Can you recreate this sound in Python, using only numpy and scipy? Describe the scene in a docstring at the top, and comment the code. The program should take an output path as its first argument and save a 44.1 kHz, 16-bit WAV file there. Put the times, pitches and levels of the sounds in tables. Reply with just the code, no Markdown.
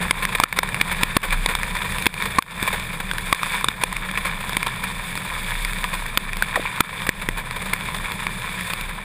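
"""Driving through floodwater

A vehicle drives along a flooded road with a camera in a sealed housing mounted outside.
Tyre spray rushes and patters on the housing, slaps of water and single drops knock on it,
pockets of water gulp as they slide off, and the mount rumbles in the wind.
The hardest drops drive a limiter, which ducks the rush for a moment after each."""
import sys
import numpy as np
from scipy import signal
from scipy.fft import rfft, irfft, next_fast_len
from scipy.io import wavfile
from scipy.ndimage import uniform_filter1d

SR = 44100
rng = np.random.default_rng(int(sys.argv[2]) if len(sys.argv) > 2 else 0)


def to_wav(sig):
    """Store sig (one row per channel, or 1-D mono) as 16-bit WAV at the path in sys.argv[1].

    Samples outside -1..1 are clipped; the rate is SR.
    """
    pcm = np.clip(np.atleast_2d(sig), -1, 1) * 32767
    pcm = np.round(pcm).astype(np.int16)
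    wavfile.write(sys.argv[1], SR, pcm.T)  # frames by channels


N = 398652


def amp(db):
    """Decibels to gain."""
    return 10 ** (np.asarray(db) / 20)


def unit(x):
    """Scales to rms 1."""
    return x / np.sqrt(np.mean(x ** 2) + 1e-20)


def curve(rows):
    """Draws an automation curve through (time_s, value) points."""
    return np.interp(np.arange(N) / SR, *np.transpose(rows))


def add(mix, start_s, sound):
    """Lays a sound into the mix."""
    part = mix[max(round(start_s * SR), 0):][:len(sound)]
    part += sound[:len(part)]


def noise(gain):
    """Noise of rms 1 whose spectrum is gain(hz)."""
    n = next_fast_len(N)
    spectrum = rfft(rng.standard_normal(n)) * gain(np.fft.rfftfreq(n, 1 / SR))
    return unit(irfft(spectrum, n)[:N])


def wander(rate_hz):
    """Smooth random drift of rms 1, rolling off above rate_hz."""
    return noise(lambda hz: np.exp(-(hz / rate_hz) ** 2))


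def patter(per_s, spread_db):
    """A train of tiny impacts, mostly small, a few large."""
    size = amp(spread_db * np.minimum(rng.exponential(1, N), 4))
    return size * rng.choice([-1, 1], N) * (rng.random(N) < per_s / SR)


def response(hz, modes, base):
    """Gain curve: resonant peaks over a smooth base."""
    base_hz, base_db = np.transpose(base)
    floor = amp(np.interp(np.log(hz + 1), np.log(base_hz), base_db))
    peaks = [amp(db) / (1 + 2 * ((hz - pitch_hz) / width_hz) ** 2) for pitch_hz, width_hz, db in modes]
    return np.sqrt(floor ** 2 + sum(peak ** 2 for peak in peaks))


# Resonances of the housing: pitch_hz, width_hz, level_db
HOUSING_MODES = [(1021, 145, 1.5), (1763, 270, 0.5), (2322, 250, 4), (3540, 308, -2), (8406, 162, -6),
                 (9670, 136, -5), (9980, 190, -9.5), (14100, 500, -28), (14480, 156, -2)]
# Tone colour of the water sounds between the resonances, with dips near 6 and 12 kHz:
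# frequency_hz, gain_db
WATER_TONE_EQ = [(60, -38), (230, -16.5), (350, -17), (500, -7.5), (720, -16), (1300, -5), (3000, -15),
                 (4900, -16.5), (5950, -31), (7000, -19), (11000, -16.5), (12000, -67), (13100, -14),
                 (15000, -37)]


def housing_ring(damping=1, detune=1, top_hz=14700, size=4096):
    """The housing's ring after one tap; a film of water damps and detunes its resonances."""
    hz = abs(np.fft.fftfreq(size, 1 / SR))
    modes = [(pitch_hz * detune, width_hz * damping, db - 10 * np.log10(damping))
             for pitch_hz, width_hz, db in HOUSING_MODES]
    gain = response(hz, modes, WATER_TONE_EQ) / (1 + (hz / top_hz) ** 50)
    minimum_phase = np.exp(np.conj(signal.hilbert(np.log(gain + 1e-5))))
    ring = np.fft.ifft(minimum_phase).real[:size // 2]
    return ring / np.linalg.norm(ring)


def wet_housing(force, damping=1, detunes=(.988, 1, 1.012)):
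    """Water sliding over the housing keeps shifting its resonances a little."""
    shares = np.array([amp(8 * wander(rate_hz=30)) for _ in detunes])
    shares /= np.linalg.norm(shares, axis=0)  # equal-power crossfade between tunings
    return sum(signal.oaconvolve(force * share, housing_ring(damping, detune))[:N]
               for share, detune in zip(shares, detunes))


# How hard the spray hits as the water deepens and shallows: time_s, level_db
SPRAY_LEVEL = [(0, -33), (1.1, -31), (1.6, -32.5), (2.2, -31), (2.7, -31.5), (3.0, -37), (3.55, -27),
               (3.68, -36.5), (4.3, -33.5), (5.9, -33), (6.33, -35), (6.52, -32), (6.9, -32.5),
               (7.28, -38.5), (7.7, -33), (8.52, -34), (8.73, -30.5), (9.04, -39)]


def spray():
    """A soft wash, a crackle of tiny impacts and coarse droplets all sound through the housing."""
    level_db = curve(SPRAY_LEVEL)
    wash = unit(rng.standard_normal(N) * amp(2 * wander(rate_hz=38)))
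    crackle = unit(patter(per_s=1100, spread_db=3.5) * amp(2 * wander(rate_hz=70)))
    coarse = droplets(surge_db=level_db - level_db.mean())
    blend = amp(-5.5) * wash + amp(-10.5) * crackle + amp(-10) * coarse
    return wet_housing(amp(level_db) * blend)


def droplets(surge_db, sizes=10, decay_cycles=0.68):
    """Coarse droplets land in clumps; each size of droplet gives a short pip of its own pitch."""
    out, t = np.zeros(N), np.arange(int(.006 * SR)) / SR
    clumps = amp(2.8 * wander(rate_hz=13) + 0.038 * surge_db)
    for pitch_hz in np.geomspace(800, 4200, sizes):
        pip = np.cos(2 * np.pi * pitch_hz * t) * np.exp(-pitch_hz * t / decay_cycles)
        out += np.convolve(patter(per_s=40, spread_db=2.8) * clumps, unit(pip))[:N]
    return unit(out)


# Big drops on the housing, ring and thud set against the splat:
# start_s, peak_db, pitch_hz, ring_db, thud_db
BIG_DROPS = [(0.1092, 4.5, 2140, -5, -23), (0.252, -4, 2000, -12, -27), (0.3513, -7.5, 2300, 23, -21),
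             (0.4, 4, 1070, -2, -12), (0.4362, 14.5, 1325, -3, -22), (0.5264, -1.5, 2200, 1, -27),
             (0.5885, 6.5, 1064, -4, -22), (0.632, -5.5, 1020, 6.5, -13), (0.7444, -6, 2650, -5, -28),
             (0.813, 5, 2300, 0, -14), (1.033, 4.5, 2270, -4, -10.5), (1.1669, 12, 1100, -2, -5.5),
             (1.4604, 0.5, 2430, -4, -26), (1.5512, -3, 1080, -9, -26), (1.632, -8, 1800, -10, -27),
             (1.768, -11, 2010, -1, -8), (1.984, -10.5, 1130, -6.5, -18), (2.0572, -3.5, 2230, -13, -20),
             (2.0656, 12.5, 2150, -32, -8.5), (2.1408, -6.5, 2290, -7, -19), (2.223, -5.5, 2260, -6, -29),
             (2.3854, 19.5, 1100, 6.5, -6), (2.4233, 0.5, 1090, -16, -27), (2.627, -5.5, 1020, -7, -2),
             (3.113, -7.5, 1600, 2, -21), (3.1828, -10, 1620, 1, -24), (3.3267, 9.5, 1116, -1, -17),
             (3.347, -5, 2240, 0, -24), (3.4315, -4.5, 1170, 1, -30), (3.6432, -1.5, 1100, -4.5, -32),
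             (3.685, -2, 3600, 1, -11), (3.8363, 2, 2400, 0, -29), (3.9665, -8, 2270, 0.5, -25),
             (4.1749, -6, 2370, 1.5, -22), (4.5318, -13, 2320, -7, -7), (4.5682, -2.5, 1800, -16, -9),
             (4.629, -7.5, 2290, -1, -26), (4.6687, -8, 1000, -4, -21), (5.1753, -10, 1450, -4, -13),
             (5.6483, -7, 1110, -26, -22), (5.8413, -5, 1050, -10, -30), (6.1738, 3.5, 1100, -7.5, -16),
             (6.332, -11, 1880, -3, -30), (6.4234, -2, 1580, 6, -28), (6.558, -7, 1880, 8, -9),
             (6.8054, 11, 1330, -5.5, -8.5), (7.0907, 5.5, 1850, -10, -11.5),
             (7.288, -2.5, 1950, -1.5, -1.5), (7.7341, -5, 2130, 0, -18.5), (8.2675, -7, 1080, -2, -12),
             (8.7351, -9.5, 1110, -1, -11)]


def drops(ring, snap_db=-15.5, thud_hz=275, size=2048):
    """A drop snaps against the housing, spreads, rings the spot it hits and pushes the whole wall in."""
    splat_t60_s, snap_t60_s, tone_t60_s, thud_t60_s = .0057, .0011, .012, .0044
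    out, t = np.zeros(N), np.arange(size) / SR
    snap_band = signal.butter(2, [3200, 5200], "band", fs=SR)
    for start_s, peak_db, pitch_hz, ring_db, thud_db in BIG_DROPS + small_drops():
        contact_s = .0014 * amp(.56 * peak_db)  # a bigger drop presses for longer
        press = np.sqrt(np.clip(t / contact_s, .3, 1))
        tail_s = np.maximum(t - contact_s, 0)
        burst, crack = rng.standard_normal((2, size)) * press
        splat = signal.fftconvolve(burst * amp(-60 * tail_s / splat_t60_s), ring)[:size]
        snap = signal.lfilter(*snap_band, crack * amp(-60 * tail_s / snap_t60_s))
        tone = np.sin(2 * np.pi * pitch_hz * t) * press * amp(-60 * tail_s / tone_t60_s)
        thud = np.sin(2 * np.pi * thud_hz * t) * amp(-60 * tail_s / thud_t60_s)
        body = amp(ring_db) * unit(tone) + amp(thud_db) * unit(thud)
        hit = unit(splat) + amp(snap_db) * unit(snap) + body
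        add(out, start_s, amp(peak_db) * hit / abs(hit).max())
    return out


def small_drops(count=36, peak_db=-13.5, spread_db=1, ring_db=-9.5, thud_db=-16):
    """Scattered cues like BIG_DROPS, each tuned to one of the housing's three lowest resonances."""
    when, size, spot = rng.random((count, 3)).T
    starts_s = (np.arange(count) + when) / count * N / SR
    peaks_db = peak_db + spread_db * (2 * size - 1)
    pitches_hz = [HOUSING_MODES[int(mode)][0] for mode in 3 * spot]
    return [(*cue, ring_db, thud_db) for cue in zip(starts_s, peaks_db, pitches_hz)]


# Heavy slaps of thrown water: start_s, level_db, fade_s
HEAVY_SLAPS = [(0.01, -25.5, 0.066), (0.222, -23, 0.03), (0.349, -16, 0.011), (0.407, -23, 0.025),
               (0.561, -23, 0.039), (0.629, -14.5, 0.011), (0.81, -21, 0.022), (0.912, -21, 0.023),
               (1.008, -26, 0.066), (1.228, -16, 0.037), (1.323, -20, 0.025), (1.487, -21.5, 0.044),
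               (1.846, -27, 0.021), (2.255, -18, 0.011), (2.675, -16.5, 0.015), (2.727, -21.5, 0.031),
               (3, -23.5, 0.017), (3.812, -24.5, 0.025), (4.173, -23, 0.023), (4.25, -19.5, 0.016),
               (4.403, -24.5, 0.015), (4.661, -23.5, 0.022), (5.846, -24, 0.0074), (5.929, -25, 0.038),
               (6.5557, -20.5, 0.019), (7.066, -18, 0.01), (7.37, -26, 0.048), (7.56, -25.5, .022),
               (7.617, -23.5, 0.014), (7.657, -24.5, 0.02), (7.964, -26, .01), (8.698, -22.5, .017)]


def slaps(ring, attack_s=.001, fade_db=14, dull_hz=2000, soft_db=-8):
    """Each slap is a dying burst of impacts; the soft mass of water makes it duller than the mist."""
    impacts = unit(patter(per_s=4000, spread_db=3))
    soft_mass = noise(lambda hz: np.exp(-(hz / dull_hz) ** 2))
    grain = unit(impacts + amp(soft_db) * soft_mass)
    envelope = np.zeros(N)
    for start_s, level_db, fade_s in HEAVY_SLAPS + light_slaps():
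        t = np.arange(int(2 * fade_s * SR)) / SR
        attack = 1 - np.exp(-t / attack_s)
        add(envelope, start_s, attack * amp(level_db - fade_db * (t / fade_s) ** 2))
    return signal.oaconvolve(envelope * grain, ring)[:N]


def light_slaps(count=22, level_db=-29, spread_db=8, mean_fade_s=.022):
    """Lighter cues like HEAVY_SLAPS, scattered over the whole drive."""
    when, size, length = rng.random((count, 3)).T
    starts_s = (np.arange(count) + when) / count * N / SR
    levels_db = level_db + spread_db * (2 * size - 1)
    return list(zip(starts_s, levels_db, mean_fade_s * (.5 + length)))


# Fine mist, balanced against the spray: time_s, offset_db
MIST_BALANCE = [(0, -11), (.7, -23), (1.9, -4), (2.3, -12), (2.7, -5.5), (3.5, -7), (3.9, -14.5), (5.6, -2),
                (6.5, -14.5), (7.4, -12), (7.8, -7.5), (8.7, -6.5), (9.04, -26)]


def mist(low_cut_hz=3000):
    """Fine mist sheets over the wet housing as a bright, grainy hiss."""
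    fizz = unit(patter(per_s=4200, spread_db=4.0) * amp(1.6 * wander(rate_hz=64)))
    low_cut = signal.butter(2, low_cut_hz, "high", fs=SR)
    hiss = unit(signal.lfilter(*low_cut, wet_housing(fizz, damping=0.98)))
    return amp(curve(SPRAY_LEVEL) + curve(MIST_BALANCE)) * hiss


# Pockets of water that gulp as they slide off: start_s, level_db, from_hz, to_hz, length_s
WATER_POCKETS = [(1.239, -25, 760, 530, 0.031), (2.726, -33, 629, 556, 0.043),
                 (5.839, -20, 1110, 1070, 0.017), (6.556, -20, 1003, 904, 0.017),
                 (6.557, -24.5, 694, 533, 0.032), (6.584, -29, 520, 433, 0.025)]


def gulps(churn_hz=220):
    """A trapped pocket rings roughly and sinks in pitch as it opens."""
    out = np.zeros(N)
    churn = wander(rate_hz=churn_hz)
    for start_s, level_db, from_hz, to_hz, length_s in WATER_POCKETS:
        glide_hz = np.geomspace(from_hz, to_hz, int(length_s * SR))
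        tone = np.sin(2 * np.pi * np.cumsum(glide_hz) / SR)
        swirl = unit(tone * churn[int(start_s * SR):][:len(tone)])
        add(out, start_s, amp(level_db) * signal.windows.hann(len(tone)) * swirl)
    return out


# How hard the wind shakes the mount: time_s, level_db
WIND_LEVEL = [(0, -37), (1.15, -36), (1.3, -25), (1.55, -30), (1.9, -32.5), (2.5, -42.5), (3.1, -34),
              (4.05, -42), (4.3, -30), (4.65, -40.5), (5.55, -33.5), (7.1, -40.5), (7.45, -34.5),
              (9.04, -40)]
# How hard the road shakes the bodywork: time_s, level_db
ROAD_LEVEL = [(0, -26.5), (.12, -35), (.75, -31.5), (1.2, -35.5), (2.2, -32.5), (3.6, -37.5), (4.2, -35.5),
              (6.2, -36.5), (7.2, -37.5), (7.75, -33.5), (9.04, -38)]
# Resonances of the mount and bodywork: pitch_hz, width_hz, level_db
MOUNT_MODES = [(66.8, 7.5, 2), (93, 22, -7), (120, 13.4, 0.5), (171.4, 47.4, 1), (184.9, 12.7, 1.5)]
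# Road roar under them: frequency_hz, gain_db
ROAD_EQ = [(10, -40), (30, 4), (48, -28), (90, -20), (215, -23), (270, -21), (450, -15), (900, -19),
           (3000, -67)]


def rumble(sway_hz=29.5, sway_width_hz=6.5, gust_db=3.5):
    """Wind sways the camera on its mount in gusts while the road shakes the bodywork."""
    sway = noise(lambda hz: np.exp(-((hz - sway_hz) / sway_width_hz) ** 2))
    sway = unit(sway / np.sqrt(abs(signal.hilbert(sway)) ** 2 + 2))  # the mount's swing is bounded
    road = noise(lambda hz: response(hz, MOUNT_MODES, ROAD_EQ))
    gusts = amp(curve(WIND_LEVEL) + gust_db * wander(rate_hz=2.6))
    return gusts * sway + amp(curve(ROAD_LEVEL)) * road


def scene():
    """The mono mix inside the housing; a mass of water damps the wall that it hits."""
    damped_ring = housing_ring(damping=1.3)
    return (spray() + mist() + slaps(damped_ring) + gulps() + drops(damped_ring) + rumble())[None]


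def record(dry, threshold_db=-2.0, release_db_per_s=100, ceiling=.75, high_cut_hz=16400):
    """A limiter grabs each hard hit and lets go slowly, followed by a soft clipper and a high cut."""
    over_db = np.maximum(20 * np.log10(abs(dry[0]) + 1e-9) - threshold_db, 0)
    release_db = np.arange(N) / SR * release_db_per_s
    duck_db = np.maximum.accumulate(over_db + release_db) - release_db
    limited = dry / amp(uniform_filter1d(duck_db, size=24))
    clipped = limited / (1 + (limited / ceiling) ** 8) ** (1 / 8)
    high_cut = signal.firwin(511, high_cut_hz, window=("kaiser", 9), fs=SR)
    return signal.oaconvolve(clipped, high_cut[None], "same")


dry = scene()
out = record(dry)
to_wav(out)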